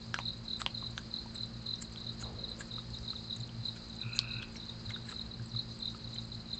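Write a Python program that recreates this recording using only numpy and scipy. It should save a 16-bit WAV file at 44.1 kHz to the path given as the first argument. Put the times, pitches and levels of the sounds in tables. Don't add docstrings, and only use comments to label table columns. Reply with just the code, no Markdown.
import sys
import numpy as np
from scipy import signal
from scipy.fft import rfft, irfft
from scipy.io import wavfile
from scipy.ndimage import uniform_filter1d

SR = 44100
rng = np.random.default_rng(int(sys.argv[2]) if len(sys.argv) > 2 else 0)


def output_pcm(signal):
    pcm = np.clip(np.atleast_2d(signal).T, -1, 1) * 32767
    wavfile.write(sys.argv[1], SR, np.round(pcm).astype(np.int16))


N = 290619
TIME = np.arange(N) / SR

# middle t/s, half length/s, crisp cracks level/dB, crack f/Hz, soft munch level/dB
BITE_TABLE = [(0.143, .0017, -35, 5140, -62), (0.19, .006, -52, 5950, -61),
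              (0.611, 0.0082, -45.5, 7560, -45.5), (0.982, .008, -50.5, 6300, -56),
              (1.351, 0.0057, -51, 7700, -55), (1.823, 0.0055, -39.5, 7350, -64),
              (2.217, 0.01, -46.5, 6820, -56.5), (2.608, .01, -46, 7250, -53.5),
              (2.986, 0.0022, -47, 5060, -71), (3.365, .0023, -46, 6800, -66),
              (3.765, 0.011, -63.5, 7000, -56), (4.167, 0.01, -44.5, 6760, -65),
              (4.428, 0.006, -41.5, 3150, -63), (4.569, 0.0054, -48.5, 5500, -62),
              (4.908, 0.0086, -61, 6800, -52.5), (5.102, 0.024, -56, 7550, -53),
              (6.552, 0.0031, -53.5, 7100, -68)]


def undb(db):
    return 10 ** (np.asarray(db) / 20)


def level(x, db):
    return x * undb(db) / np.sqrt(np.mean(x ** 2))


def add(out, start_s, x):
    i = max(int(start_s * SR), 0)
    part = x[:max(N - i, 0)]
    out[i:i + len(part)] += part


def span(seconds):
    return np.arange(int(seconds * SR)) / SR


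def walk(rate_hz):
    hold = int(SR / rate_hz)
    held = np.repeat(rng.standard_normal(N // hold + 1), hold)
    smooth = uniform_filter1d(uniform_filter1d(held, hold), hold)
    return level(smooth[:N], 0)


def noise(points):
    hz, db = np.transpose(points)
    f = np.maximum(np.fft.rfftfreq(N, 1 / SR), 1)
    gain = undb(np.interp(np.log(f), np.log(hz), db))
    return irfft(rfft(rng.standard_normal(N)) * gain, N)


def resonate(x, hz, width_hz):
    b, a = signal.iirpeak(hz, hz / width_hz, fs=SR)
    return signal.lfilter(b, a, x)


def ring(t, hz, t60_s, rise_s):
    envelope = (1 - np.exp(-t / rise_s)) * np.exp(-np.log(1000) * t / t60_s)
    return envelope / envelope.max() * np.sin(2 * np.pi * hz * t)


def scatter(x, t60_s, wet_db):
    t = span(1)
    envelope = np.exp(-np.log(1000) * t / t60_s) * (1 - np.exp(-t / 0.0044))
    tail = rng.standard_normal(len(t)) * envelope
    tail /= np.sqrt(np.sum(tail ** 2))
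    return undb(wet_db) * signal.fftconvolve(x, tail)[:N]


def motors(slow_shaft_hz=56.24, fast_shaft_hz=59.26, in_step_s=5.559):
    slow_shaft_db = [-68, -57, -58, -54, -72, -66, -70.5]
    fast_shaft_db = [-59, -54, -80, -67.5]
    lone_hz = [109.76, 120.01, 210.9, 240.02, 535.5]
    lone_db = [-70, -55.5, -72.5, -76, -71.5]
    tones = list(zip(lone_hz, lone_db))
    for shaft_hz, dbs in (slow_shaft_hz, slow_shaft_db), (fast_shaft_hz, fast_shaft_db):
        tones += [(shaft_hz * (k + 1), db) for k, db in enumerate(dbs)]
    from_step = TIME - in_step_s
    return sum(np.sqrt(2) * undb(db) * np.cos(2 * np.pi * hz * from_step) for hz, db in tones)


def background(air_db=-52.0, chorus_db=-55.5):
    # f/Hz, relative level/dB per Hz
    air_points = [(20, -12), (38, 2.5), (60, -0.5), (85, 0), (115, 1), (150, -5.5), (215, -1), (260, -8.5),
                  (400, -11.5), (700, -16), (1300, -17), (2000, -21.5), (3300, -24.5), (9000, -42.5)]
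    # f/Hz, relative level/dB per Hz
    chorus_points = [(3000, -30.5), (3450, -16), (3750, -9.5), (4120, 2), (4500, -4.5), (4900, -2),
                     (5100, -15.5), (6000, -23), (6800, -19), (7600, -24), (9000, -28.5)]
    air = level(noise(air_points) * undb(0.47 * walk(2.6)), air_db)
    shimmer_db = 1.3 * walk(60) + 1.0 * walk(5.3)
    return air + level(noise(chorus_points) * undb(shimmer_db), chorus_db)


def wing_stroke(t, length_s=0.01947, start_hz=4200, drop_hz=600, lateness=2.09):
    u = np.clip(t / length_s, 0, 1)
    cycles = length_s * (start_hz * u - drop_hz * u ** 4 / 4)
    force = np.abs(np.sin(np.pi * u ** lateness))
    return force * np.sin(2 * np.pi * cycles)


def far_crickets(strokes_per_s=26, db=-59):
    out, t = np.zeros(N), span(.03)
    for when, pitch, size in rng.random((int(strokes_per_s * N / SR), 3)):
        add(out, when * N / SR, size * wing_stroke(t * (1 + .035 * pitch)))
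    return level(out + scatter(out, t60_s=0.13, wet_db=-6.5), db)


def leaf_ticks(db=-70, centre_hz=6100, spread=0.23, ticks_per_s=130):
    out, t = np.zeros(N), span(.02)
    for when, pitch, size in rng.random((int(ticks_per_s * N / SR), 3)):
        hz = centre_hz * (1 + spread * (2 * pitch - 1))
        tick = ring(t, hz, t60_s=.002, rise_s=.0003) / (.02 + size) ** .45
        add(out, when * N / SR, tick)
    return level(out + scatter(out, t60_s=.015, wet_db=2), db)


def chewing():
    out = smacks() + crunches() + snap() + crumbs()
    log_echo = scatter(out, t60_s=0.03, wet_db=-13)
    plant_echo = scatter(out, t60_s=0.14, wet_db=-15.5)
    return out + log_echo + plant_echo


def crumbs(max_db=-44, range_db=9, centre_hz=6700, spread=0.19, count=14):
    out, t = np.zeros(N), span(.02)
    for when, pitch, size in rng.random((count, 3)):
        hz = centre_hz * (1 + spread * (2 * pitch - 1))
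        crack = ring(t, hz, t60_s=0.0095, rise_s=0.00064)
        add(out, when * N / SR, undb(max_db - range_db * size) * crack)
    return out


def smacks(body_db=-4, crackle_db=-10.5, usual_db=-40, usual_t60_s=0.023, halving_db=14):
    # t/s, mouth ring level/dB, mouth f/Hz, tooth tick level/dB, tick f/Hz
    smack_table = [(0.1422, -19.5, 1590, -28.5, 3000), (.1622, -36, 1420, -48, 3020),
                   (0.1885, -27.5, 1110, -25.5, 2450), (0.2006, -38, 950, -47, 2600),
                   (0.617, -27.5, 1276, -22.5, 3840), (0.6628, -27, 1040, -14, 3080),
                   (.826, -39, 1070, -61, 2500), (0.9784, -30.5, 1555, -24, 3600),
                   (1.259, -43, 930, -61, 2500), (1.823, -52, 1616, -31.5, 5040),
                   (1.96, -54, 1500, -33.5, 3460), (2.226, -41.5, 1390, -45, 3150),
                   (2.6074, -35.5, 1650, -55, 3520), (2.782, -38.5, 1265, -60, 2800),
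                   (3.132, -42.5, 1283, -48, 2840), (3.492, -49.5, 3080, -43, 3080),
                   (4.428, -41.5, 1570, -44, 3340), (4.558, -47.5, 2250, -38, 2530),
                   (4.906, -38.5, 2140, -34.5, 3200), (4.9617, -38, 1490, -58, 3050),
                   (5.085, -45, 1700, -47, 2580), (5.125, -40, 1315, -49, 3000),
                   (5.396, -47.5, 1580, -57, 3000), (5.549, -46, 1220, -60, 3000),
                   (5.947, -43, 1280, -52, 2600), (6.161, -44, 3080, -41, 2300)]
    out, t = np.zeros(N), span(.06)
    for start_s, mouth_db, mouth_hz, tick_db, tick_hz in smack_table:
        t60_s = usual_t60_s * 2 ** ((usual_db - mouth_db) / halving_db)
        mouth = ring(t, mouth_hz, t60_s, rise_s=0.00036)
        mouth += undb(body_db) * ring(t, 2.02 * mouth_hz, t60_s=0.0017, rise_s=0.000086)
        drops = rng.standard_normal(len(t)) * (rng.random(len(t)) < .03) * np.exp(-t / 0.013)
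        crackle = resonate(drops, 0.72 * mouth_hz, width_hz=1300)
        crackle *= undb(crackle_db) / np.abs(crackle).max()
        tick = ring(t, tick_hz, t60_s=0.003, rise_s=0.00022)
        add(out, start_s, undb(mouth_db) * (mouth + crackle) + undb(tick_db) * tick)
    return out


def crunches():
    out, t = np.zeros(N), span(.1) - .1 / 2
    for middle_s, half_s, db, hz, _ in BITE_TABLE:
        cracks = rng.standard_normal(len(t)) * (rng.random(len(t)) < .08)
        window = np.exp(-np.abs(t) / half_s)
        crisp = resonate(resonate(cracks, hz, width_hz=940), hz, width_hz=1200)
        hollow = undb(-13.5) * resonate(cracks, hz=1660, width_hz=1300)
        cluster = level((crisp + hollow) * window, db)
        add(out, middle_s + t[0], cluster * np.sqrt(np.mean(window ** 2)))
    return out


def munching(grains_per_s=900, stretch=1.5):
    drops = (rng.random(N) < grains_per_s / SR) * rng.standard_normal(N)
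    mouth = resonate(drops, hz=1550, width_hz=700)
    mouth += undb(-6.5) * resonate(drops, hz=2700, width_hz=4700)
    pressure = np.zeros(N)
    for middle_s, half_s, _, _, db in BITE_TABLE:
        pressure += undb(db) * np.exp(-((TIME - middle_s) / (stretch * half_s)) ** 2)
    return level(resonate(mouth, hz=1900, width_hz=4900), 0) * pressure


def crickets(lead_s=.0125, echo_db=-6.0, echo_s=.0052, detune=.012, uneven_db=0.57):
    # last stroke t/s, its nominal peak level/dB
    swelling_chirps = [(0.284, -29.5), (.532, -27.5), (.865, -31), (1.189, -30.5), (1.433, -30),
                       (1.736, -30.5), (2.093, -31), (2.441, -31.5), (2.787, -30.5), (3.108, -30.5),
                       (3.328, -31.5), (3.683, -31.5), (4.015, -33.5), (4.338, -32.5), (4.69, -37),
                       (4.942, -33.5), (5.215, -31), (5.592, -30.5), (5.878, -30), (6.182, -31.5),
                       (6.535, -31.5)]
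    swell_gap_s, swell_db_per_stroke = .025, 4.5
    # first stroke t/s, its nominal peak level/dB
    double_chirps = [(.303, -34), (0.532, -32), (.748, -30), (1.139, -33), (1.355, -37.5), (1.665, -33),
                     (1.977, -38.5), (2.24, -37), (2.487, -34.5), (2.712, -36), (2.943, -37), (3.16, -37.5),
                     (3.406, -37.5), (3.658, -29.5), (3.9, -42), (4.134, -35.5), (4.36, -37),
                     (4.599, -39.5), (4.862, -40.5), (5.092, -38), (5.314, -36.5), (5.567, -35),
                     (5.827, -29), (6.048, -38.5), (6.322, -37), (6.58, -36)]
    double_gap_s, double_fade_db = .0275, 2.5

    strokes = []
    for last_s, db in swelling_chirps:
        strokes += [(last_s - k * swell_gap_s, db - k * swell_db_per_stroke) for k in range(4)]
    for first_s, db in double_chirps:
        strokes += [(first_s + k * double_gap_s, db - k * double_fade_db) for k in range(2)]

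    out, t = np.zeros(N), span(0.03)
    for stroke_s, db in strokes:
        own_t = t * (1 + detune * rng.standard_normal())
        lags_s = 0.0012 + echo_s * rng.random(size=2)
        reflections = sum(wing_stroke(own_t - lag_s) for lag_s in lags_s)
        stroke = wing_stroke(own_t) + undb(echo_db) * reflections
        gain = undb(db + uneven_db * rng.standard_normal())
        add(out, stroke_s - lead_s, gain * stroke / np.abs(stroke).max())
    out = out * undb(2.5 * walk(450))
    return out + scatter(out, t60_s=0.18, wet_db=-7.5)


def low_rush(start_s=2.21, db=-49.5):
    age_s = np.maximum(TIME - start_s, 0)
    bright = level(noise([(400, -17), (760, -2), (1200, -13.0), (3000, -51)]), db)
    bright *= np.exp(-age_s / .1) * (1 - np.exp(-age_s / 0.025))
    dark = level(noise([(250, -22.0), (480, 3.5), (650, -6.5), (1200, -29.0), (3000, -44)]), db)
    dark *= np.exp(-age_s / 0.28) * (1 - np.exp(-age_s / 0.1))
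    return (bright + dark) * undb(1.1 * walk(50))


def hum_swells(half_s=0.02):
    # middle t/s, peak level/dB, f/Hz
    swell_table = [(2.251, -42, 62), (2.349, -41.5, 80), (2.93, -44, 62), (3.018, -40, 62),
                   (3.409, -39, 120), (3.602, -39, 113), (4.066, -37, 119), (4.369, -42, 117),
                   (4.881, -36, 106), (5.27, -43, 58), (5.416, -40, 116), (5.559, -39, 116)]
    out = np.zeros(N)
    for middle_s, db, hz in swell_table:
        t = TIME - middle_s
        out += undb(db) * np.exp(-(t / half_s) ** 2) * np.cos(2 * np.pi * hz * t)
    return out


def frog(low_ratio=0.568, low_db=-11, low_lead_s=0.012, sac_db=1, jitter_s=0.000705, count=15):
    start_s, pulse_hz, slowing_per_pulse = 4.002, 34.2, .0028
    pulse_db, swell_db_per_s, attack_s, release_s = -39.5, 4, 0.028, .02
    throat_hz, scoop_hz, settle_s = 2570, 120, 0.08

    out, t = np.zeros(N), span(.04)
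    pulses = np.arange(count)
    ages_s = pulses / pulse_hz * (1 + slowing_per_pulse * pulses)
    for age_s in ages_s + jitter_s * rng.standard_normal(count):
        hz = throat_hz - scoop_hz * np.exp(-age_s / settle_s)
        hz *= 1 + .008 * rng.standard_normal()
        low_hz = low_ratio * hz * (1 + .04 * rng.standard_normal())
        effort = 1 - 0.74 * np.exp(-age_s / attack_s)
        effort *= 1 - 0.24 * np.exp((age_s - ages_s[-1]) / release_s)
        size = effort * undb(pulse_db + swell_db_per_s * age_s + rng.standard_normal())
        low = undb(low_db) * ring(t, low_hz, t60_s=0.014, rise_s=.003)
        add(out, start_s + age_s - low_lead_s, size * low)
        add(out, start_s + age_s, size * ring(t, hz, t60_s=0.0095, rise_s=0.0051))
    sac = np.zeros(N)
    for band_hz in [1150, 1900], [2350, 2900]:
        sac += signal.sosfilt(signal.butter(3, band_hz, "band", fs=SR, output="sos"), out)
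    return undb(sac_db) * (sac + scatter(sac, t60_s=.3, wet_db=.5))


def snap(start_s=4.1901, low_cut_hz=2700):
    # f/Hz, peak level/dB, t60/s
    mode_table = [(1130, -42, .045), (4200, -26.5, .008), (4180, -8.5, 0.0023), (6670, -27.5, 0.0048)]
    out, t = np.zeros(N), span(.06)
    mouth, *morsel = [undb(db) * ring(t, hz, t60_s, rise_s=0.00019) for hz, db, t60_s in mode_table]
    low_cut = signal.butter(2, low_cut_hz, "high", fs=SR, output="sos")
    add(out, start_s, mouth + signal.sosfilt(low_cut, sum(morsel)))
    return out


def scene():
    wildlife = crickets() + far_crickets() + frog() + chewing() + munching() + leaf_ticks()
    return (wildlife + motors() + hum_swells() + background() + low_rush())[None]


def record(dry, top_hz=8300):
    dulled = signal.sosfilt(signal.butter(8, top_hz, fs=SR, output="sos"), dry)
    return signal.sosfilt(signal.cheby1(12, .2, top_hz, fs=SR, output="sos"), dulled)


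dry = scene()
out = record(dry)
output_pcm(out)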